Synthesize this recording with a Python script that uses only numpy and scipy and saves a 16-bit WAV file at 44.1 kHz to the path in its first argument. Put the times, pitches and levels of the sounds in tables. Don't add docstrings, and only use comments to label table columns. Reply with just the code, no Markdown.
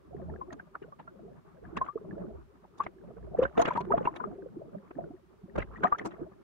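import sys
import numpy as np
from scipy.fft import rfft, irfft, next_fast_len
from scipy.io import wavfile
from scipy.ndimage import uniform_filter1d, map_coordinates

SR = 44100
rng = np.random.default_rng(int(sys.argv[2]) if len(sys.argv) > 2 else 0)


def store_wav(level_fs):
    pcm = np.round(np.clip(np.atleast_2d(level_fs), -1, 1) * 32767)
    wavfile.write(sys.argv[1], SR, pcm.T.astype(np.int16))


N = 283549

# f/Hz, level/dB
CASE_PASS = [(100, -11.5), (500, 17), (1600, 11), (2700, 4), (3700, -1.5), (4800, -12), (6400, -10),
             (8500, -22.5), (15000, -33.5)]


def amp(db):
    return 10 ** (np.asarray(db) / 20)


def unit(x):
    return x / np.sqrt(np.mean(x ** 2) + 1e-20)


def gains(points, hz):
    f, db = np.transpose(points)
    return amp(np.interp(np.log(hz + 1), np.log(f), db))


def filtered(x, response):
    n = x.shape[-1]
    m = next_fast_len(n + 2 ** 12)
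    spectrum = rfft(x, m) * response(np.fft.rfftfreq(m, 1 / SR))
    return irfft(spectrum, m)[..., :n]


def coloured(x, points):
    return unit(filtered(x, lambda hz: gains(points, hz)))


def noise(length=N):
    return rng.standard_normal((2, length))


def wobble(rate_hz):
    knots = rng.standard_normal(int(N * rate_hz / SR) + 4)
    return map_coordinates(knots, [np.arange(N) * rate_hz / SR])


def sides(db):
    return unit(amp(np.array([[db], [-db]]) / 2))


def add(out, s, sound):
    part = out[:, max(0, round(s * SR)):][:, :sound.shape[1]]
    part += sound[:, :part.shape[1]]


def even(x):
    power = uniform_filter1d(np.mean(x ** 2, axis=0), size=2200)
    return x / np.sqrt(np.abs(power) + 0.0064)


def together(calm_db, *parts):
    return np.sqrt(amp(calm_db) ** 2 + sum(part ** 2 for part in parts))


def bubble(t, hz, swell, fade, rise):
    t = np.maximum(t, 0)
    attack = np.sin(np.pi / 2 * np.minimum(t / swell, 1)) ** 2
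    decay = np.exp(1 / 2 - np.hypot(np.maximum(t - swell, 0) / fade, 1 / 2))
    cycles = hz * t * (1 + np.log(2) * rise * t / 2)
    return attack * decay * np.sin(2 * np.pi * cycles)


def swarm(starts, length, low_hz, high_hz, cycles, spread_db, rise, size):
    pitch, life, strength, pan, lag = rng.random((len(starts), 5)).T[..., None]
    hz = low_hz * (high_hz / low_hz) ** pitch
    fade_s = cycles * 2 ** (2 * life - 1) / hz
    k = np.arange(size)
    at = (starts.astype(int)[:, None] + k).ravel()
    taper = 1 - k / size
    pair = []
    for side in (-1, 1):
        delay_s = (1 / 2 + side * (lag - 1 / 2) / 2) / hz
        ring = bubble(k / SR - delay_s, hz, 2 / hz, fade_s, rise)
        gain = amp(spread_db * strength ** 2 + side * 11.5 * (pan - 1 / 2)) * hz
        pair.append(np.bincount(at, (ring * gain * taper).ravel(), length)[:length])
    return unit(np.array(pair))


def crests(events, now):
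    crest_shape, back_stretch = 1.57, 1.34
    s, db, half_s = np.transpose(events)[..., None]
    distance = np.maximum(s - now, (now - s) / back_stretch) / half_s
    return np.linalg.norm(amp(db) * np.exp(-distance ** crest_shape), axis=0)


def foam(now):
    # t/s, level/dB, fade/s
    breaking_crests = [(0.538, -60, 0.027), (1.861, -46, 0.021), (2.83, -56.5, 0.024), (3.42, -47.5, 0.085),
                       (3.611, -39, 0.1), (3.69, -43, 0.06), (3.97, -49, 0.15), (5.59, -56.5, 0.14),
                       (5.75, -52, 0.082), (5.87, -46, 0.034), (6.07, -58.5, 0.19)]
    rise_s = 0.034
    s, db, fade_s = np.transpose(breaking_crests)[..., None]
    distance = np.maximum((s - now) / rise_s, (now - s) / fade_s)
    return np.linalg.norm(amp(db) * np.exp(-distance), axis=0)


def swell_pressure(chop):
    # f/Hz, level/dB
    swell_spectrum = [(20, -21.5), (44, -22.5), (58, 8.5), (72, -4.5), (100, -3), (150, -17), (400, -81.5)]
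    calm_db, wave_db = -68, -16.5
    level = together(calm_db, amp(wave_db) * chop)
    return level * even(coloured(noise(), swell_spectrum))


def churning(chop, lap):
    # f/Hz, level/dB
    churn_spectrum = [(50, -21), (110, -5), (170, 2.5), (280, -6.5), (390, 1.5), (490, -10), (650, -9),
                      (1000, -22), (2000, -43.5), (5000, -77.5)]
    calm_db, ripple_db, trickle_db = -62, 1.9, -22.5
    level = together(calm_db, chop)
    gurgle = swarm(N * rng.random(900), N, low_hz=96.64, high_hz=713, cycles=6.1,
                   spread_db=7.5, rise=1.9, size=2600)
    churn = even(coloured(gurgle, churn_spectrum) + coloured(noise(), churn_spectrum) / 2)
    trickle = swarm(N * rng.random(260), N, low_hz=596, high_hz=1824, cycles=4.9,
                    spread_db=14.5, rise=5.1, size=800)
    return level * (amp(ripple_db * lap) * churn + amp(trickle_db) * trickle)


def frothing(chop, breakers, lap):
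    # f/Hz, level/dB
    froth_spectrum = [(300, -19), (700, 11), (1200, 14.5), (2000, -5.5), (3200, -21.5), (4800, -48),
                      (6500, -31.5), (9000, -28), (15000, -40)]
    calm_db, wave_db, ripple_db = -72.5, -29.5, 4
    level = together(calm_db, amp(wave_db) * chop, breakers)
    fizz = swarm(N * rng.random(4500), N, low_hz=650, high_hz=7000, cycles=4,
                 spread_db=13, rise=4, size=320)
    bubble_share = np.clip((20 * np.log10(level) + 76) / 20, .3, .85)
    bubbles = np.sqrt(bubble_share) * even(coloured(fizz, froth_spectrum))
    whisper = np.sqrt(1 - bubble_share) * coloured(noise(), froth_spectrum)
    return amp(ripple_db * lap) * level * (bubbles + whisper)


def mist(breakers, lap):
    mist_db, ripple_db = -18, -0.5
    return amp(ripple_db * lap) * amp(mist_db) * breakers * coloured(noise(), CASE_PASS)


def sea():
    # crest t/s, churn level/dB, half length of front/s
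    wavelets = [ (.17, -45, 0.068), (.31, -41, 0.072), (.51, -45, 0.067), (.86, -53.5, 0.049),
                (1.11, -55.5, 0.097), (1.26, -48.5, 0.076), (1.62, -54.5, 0.084), (1.78, -44, 0.056),
                (2.13, -40, 0.099), (2.25, -42, 0.064), (2.87, -50.5, 0.037), (3.07, -50.5, 0.15),
                (3.35, -44, 0.097), (3.63, -42, 0.08), (3.9, -37.5, 0.15), (4.28, -43.5, 0.082),
                (4.44, -46.5, 0.04), (4.59, -47.5, 0.12), (4.75, -44, 0.017), (5.02, -42.5, 0.06),
                (5.58, -47.5, 0.11), (5.83, -40, 0.051), (6.06, -47, 0.09), (6.23, -42, 0.039),
                (6.37, -57, 0.062)]
    now = np.arange(N) / SR
    chop, breakers = crests(wavelets, now), foam(now)
    ripple = wobble(28)
    lap = ripple + np.abs(ripple) / 2
    water = swell_pressure(chop) + churning(chop, lap)
    return water + frothing(chop, breakers, lap) + mist(breakers, lap)


def surges():
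    # crest t/s, throb level/dB, half length of front/s, f/Hz
    thuds = [(0.16, -47.5, 0.12, 75.7), (.315, -39, 0.033, 78.7), (1.664, -49, 0.044, 60.7),
             (1.79, -49.5, 0.044, 66.5), (2.362, -45, 0.056, 63.3), (3.246, -45, 0.079, 58),
             (3.443, -38, 0.029, 60.5), (3.952, -43.5, 0.028, 60.2), (5.596, -33, 0.03, 60),
             (5.708, -45.5, 0.063, 55)]
    # f/Hz, level/dB
    rumble_spectrum = [(50, -7), (140, 0.5), (220, -12), (900, -67.5)]
    rumble_db = -7.5
    waver_rad, port_phase_rad = 1, 0.71
    out, t = np.zeros((2, N)), np.arange(-SR // 4, SR // 2) / SR
    for s, db, half_s, hz in thuds:
        drift = waver_rad * map_coordinates(rng.standard_normal(24), [(t - t[0]) * 30], mode="nearest")
        throb = np.sin(2 * np.pi * hz * t + drift + port_phase_rad * np.array([[1], [-1]]))
        rumble = amp(rumble_db) * coloured(noise(len(t)), rumble_spectrum)
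        add(out, s + t[0], crests([(0, db, half_s)], t) * (throb + rumble))
    return out


def slaps():
    # t/s, level before trims/dB, treble/dB, knock relative to spray before trims/dB, fade/ms
    spray_sheets = [ (.525, -48, -10.5, 0, 3.4), (.822, -52.5, -45, -19, 5), (.995, -53.5, -33, 0, 9.4),
                    (1.769, -34, -21.5, -7, 4.4), (2.78, -62.5, 2, 0.5, 6.2), (2.835, -54.5, -17, -13, 3.2),
                    (2.845, -60.5, -11, -12.5, 3), (2.863, -58, -45, 16, 2.12), (3.429, -38, -25, 5, 5),
                    (3.450, -54.5, -44, 13.5, 3.8), (3.575, -40, -17.5, 8, 3.9),
                    (3.595, -38, -13, 1.5, 3.7), (3.615, -35, -7.5, -1, 3.3),
                    (3.652, -29.5, -26.5, -9.5, 3.8), (3.668, -32.5, -41, -16, 6),
                    (3.68, -35.5, -23, 3.5, 5.5), (3.732, -48.5, -18.5, -6.5, 3.7),
                    (3.755, -42.5, -32, 6, 5), (3.770, -48, -17, 8, 4.2), (3.805, -48, -9, 5.5, 3.5),
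                    (3.848, -64.5, -12, 13, 2.5), (3.976, -46.5, -31, 11.5, 3),
                    (4.053, -41.5, -59, 5.5, 4.2), (4.16, -41, -20, -24, 5), (4.908, -56, -47, 7, 2.6),
                    (5.557, -53.5, -13, 14.5, 3.8), (5.58, -40, -20.5, 3, 5), (5.598, -39, -35, -9.5, 7.2),
                    (5.617, -40, -37, -13, 6), (5.835, -33.5, -27, -2.5, 2), (5.984, -42, -19, -15, 3.7),
                    (6.012, -48.5, -38, 3, 5.3), (6.055, -46.5, 1.5, 10, 7.7), (6.11, -50.5, -34, -11, 12)]
    # f/Hz, level/dB
    knock_spectrum = [(60, -11.5), (200, 3), (600, -1.5), (1300, -6), (3000, -34.5), (8000, -87)]
    spray_trim_db, knock_trim_db = -12.0, -5.0
    dull_hz, bright_hz, flat_treble_db = 2610, 5050, -16.5
    out, t = np.zeros((2, N)), np.arange(SR // 8) / SR
    lead_s = .012
    for s, db, treble_db, knock_db, fade_ms in spray_sheets:
        late, fade_s = t - lead_s - .004, fade_ms / 1000
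        runoff = .1 * np.exp(-np.maximum(late / 3, -late) / fade_s)
        sheet = np.exp(-np.hypot(late, fade_s / 2) / fade_s)
        envelope = (sheet + runoff) * np.minimum(t / lead_s, 1)
        thickness = np.cumsum(envelope ** 2) / np.sum(envelope ** 2)
        births = np.searchsorted(thickness, rng.random(48))
        drops = swarm(births, len(t), low_hz=1256, high_hz=11000, cycles=11,
                      spread_db=24.5, rise=0.93, size=600)
        burst = drops + 0.78 * unit(noise(len(t)) * envelope)
        tilt = [(dull_hz, 0), (bright_hz, treble_db - flat_treble_db)]
        spray = filtered(burst, lambda hz: gains(CASE_PASS, hz) * gains(tilt, hz))
        knock = coloured(noise(len(t)) * envelope, knock_spectrum)
        add(out, s - lead_s, amp(db + spray_trim_db) * unit(spray))
        add(out, s - lead_s, amp(db + knock_db + knock_trim_db) * knock)
    return out


def plops():
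    air_pockets = [ (0.15, 384, -33, 4.3, -1, -.6), (.297, 840, -44, 4.6, 7, 0),
                   (0.415, 996, -31, 8.1, 5, -0.37), (0.599, 1522, -36, 4.1, -3, .2),
                   (0.755, 1256, -27, 0.93, 2, -0.11), (.821, 386, -36.5, 5.3, 5, -0.86),
                   (0.926, 1123, -41.5, 7, -4, 0.37), (1.001, 856, -43, 4.7, 3, -0.27),
                   (1.078, 1353, -40, 7.5, -3, -.3), (1.654, 1560, -45.5, 2, 8, 0),
                   (1.773, 1055, -26, 1.5, 4, 0), (1.816, 1017, -20.5, 8, 1.5, -0.21),
                   (1.888, 1121, -30.5, 11.3, 11, -0.16), (1.961, 418, -24, 4.9, -4.5, -0.057),
                   (1.979, 1116, -38.5, 1.4, 5, 0), (2.653, 800, -48.5, 1.8, 6, 0),
                   (2.805, 1093, -19, 6.4, 6, 0), (2.867, 1950, -35.5, 0.91, -2, 0.045),
                   (3.35, 664, -26, 3.4, 1.5, 0.56), (3.392, 471, -15, 7.6, 3, 0),
                   (3.423, 513, -18, 14, 1, -.2), (3.454, 1473, -23, 4.4, -7.5, 0.24),
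                   (3.581, 454, -17.5, 24, 1.5, 1.1), (3.597, 663, -14.5, 9.9, 3, -0.37),
                   (3.624, 1062, -24, 6.5, -6, -0.43), (3.685, 1490, -26.5, 4, 7, -0.28),
                   (3.71, 955, -22.5, 5.3, 6, -0.013), (3.763, 1200, -27, 4.2, 2, 0.27),
                   (3.779, 930, -22.5, 13, 3.5, 0), (3.908, 877, -25, 4.8, -1, 0),
                   (3.913, 390, -23, 5.1, 5, 0.35), (3.922, 1207, -16.5, 5.1, -3, 0.34),
                   (3.941, 654, -15, 7.8, 0, -.5), (3.980, 818, -28.5, 13.3, 4, 0.51),
                   (4.013, 494, -26, 4.9, -2.5, -0.73), (4.056, 2630, -39.5, 4.9, 0, 0),
                   (4.075, 952, -17, 6, 2, -0.26), (4.202, 970, -29.5, 10.3, 6, .5),
                   (4.205, 1375, -35.5, 4.4, 16, -0.66), (4.241, 1185, -26, 5, 7, .4),
                   (4.258, 389, -39, 25, -1, 0), (4.385, 383.3, -40, 40, 4, 0),
                   (4.464, 495, -35, 3.8, -4, -0.37), (4.573, 314, -32.5, 5.2, -1, .3),
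                   (4.62, 602, -37, 3, 1, 0.33), (4.771, 189, -39, 15, 3, 0),
                   (4.97, 310, -38.5, 10, -5, 0.1), (4.989, 650, -27.5, 4.4, 2, 0.45),
                   (5.108, 285, -38, 5.4, -3.5, 0), (5.141, 354, -42, 11.5, 0, 0.34),
                   (5.441, 177.5, -40.5, 10, -3, -0.83), (5.561, 494, -38, 4.9, -9, 0.48),
                   (5.586, 477, -19.5, 1.9, -1, 1.33), (5.625, 1960, -33, 2.4, 3, -0.063),
                   (5.761, 1835, -43, 7, 7, -0.089), (5.836, 1460, -20.5, 2.6, 2, 0.22),
                   (5.848, 693, -18.5, 9.8, 2, -0.16), (5.846, 1008, -14.5, 3.2, 10, 0.49),
                   (5.854, 1180, -19, 6.1, 8, -0.27), (5.872, 1750, -30, 1.9, 1.5, 0),
                   (5.926, 1148, -15, 6.6, 4, 0.35), (5.949, 1280, -29, 4.1, -0.5, 0.2),
                   (5.959, 1530, -42, 2.4, -2, 0.093), (5.997, 1820, -30, 0.77, 2, 0),
                   (6.068, 304, -31, 7.1, 2, 0.78), (6.219, 340.5, -30, 11, -4, -0.6)]
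    # multiple of pocket f/1, level/dB
    rustle_spectrum = [(.17, -7), (1, 4), (1.5, -10.5), (3, -40.5), (8, -69)]
    rustle_db = -13
    pinch_s, pinch_power = 0.004018, 0.618
    lead_s = 0.017
    out, t = np.zeros((2, N)), np.arange(SR // 8) / SR
    for s, hz, db, fade_ms, pan_db, lag_ms in air_pockets:
        fade_s, lag_s, khz = fade_ms / 1000, lag_ms / 1000, hz / 1000
        swell_s = pinch_s / khz ** pinch_power
        waver = map_coordinates(rng.standard_normal(32), [t * 220], mode="nearest")
        port_shift_s = np.array([[lag_s], [-lag_s]]) / 2 - abs(lag_s) / 2
        at_ports = t + 0.041 * waver / hz + port_shift_s
        ring = bubble(at_ports, hz, swell_s, fade_s, 0.035 / fade_s)
        add(out, s - swell_s, amp(db) * sides(pan_db) * ring)
        rustle = coloured(noise(len(t)), [(hz * k, level) for k, level in rustle_spectrum])
        hump = np.exp(-np.abs(t - lead_s) / 0.0078) * np.minimum(t / lead_s, 1)
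        add(out, s - lead_s, amp(db + rustle_db) * hump * rustle)
    return out


def scene():
    return sea() + surges() + slaps() + plops()


def record(dry):
    # f/Hz, level/dB
    hiss_spectrum = [(30, 12.5), (300, 3), (1500, 19), (4000, 8.5), (8000, 2), (16000, -1)]
    hiss_db, top_hz = -77.0, 15720
    hiss = amp(hiss_db) * coloured(noise(), hiss_spectrum)
    return filtered(dry + hiss, lambda hz: hz < top_hz)


dry = scene()
out = record(dry)
store_wav(out)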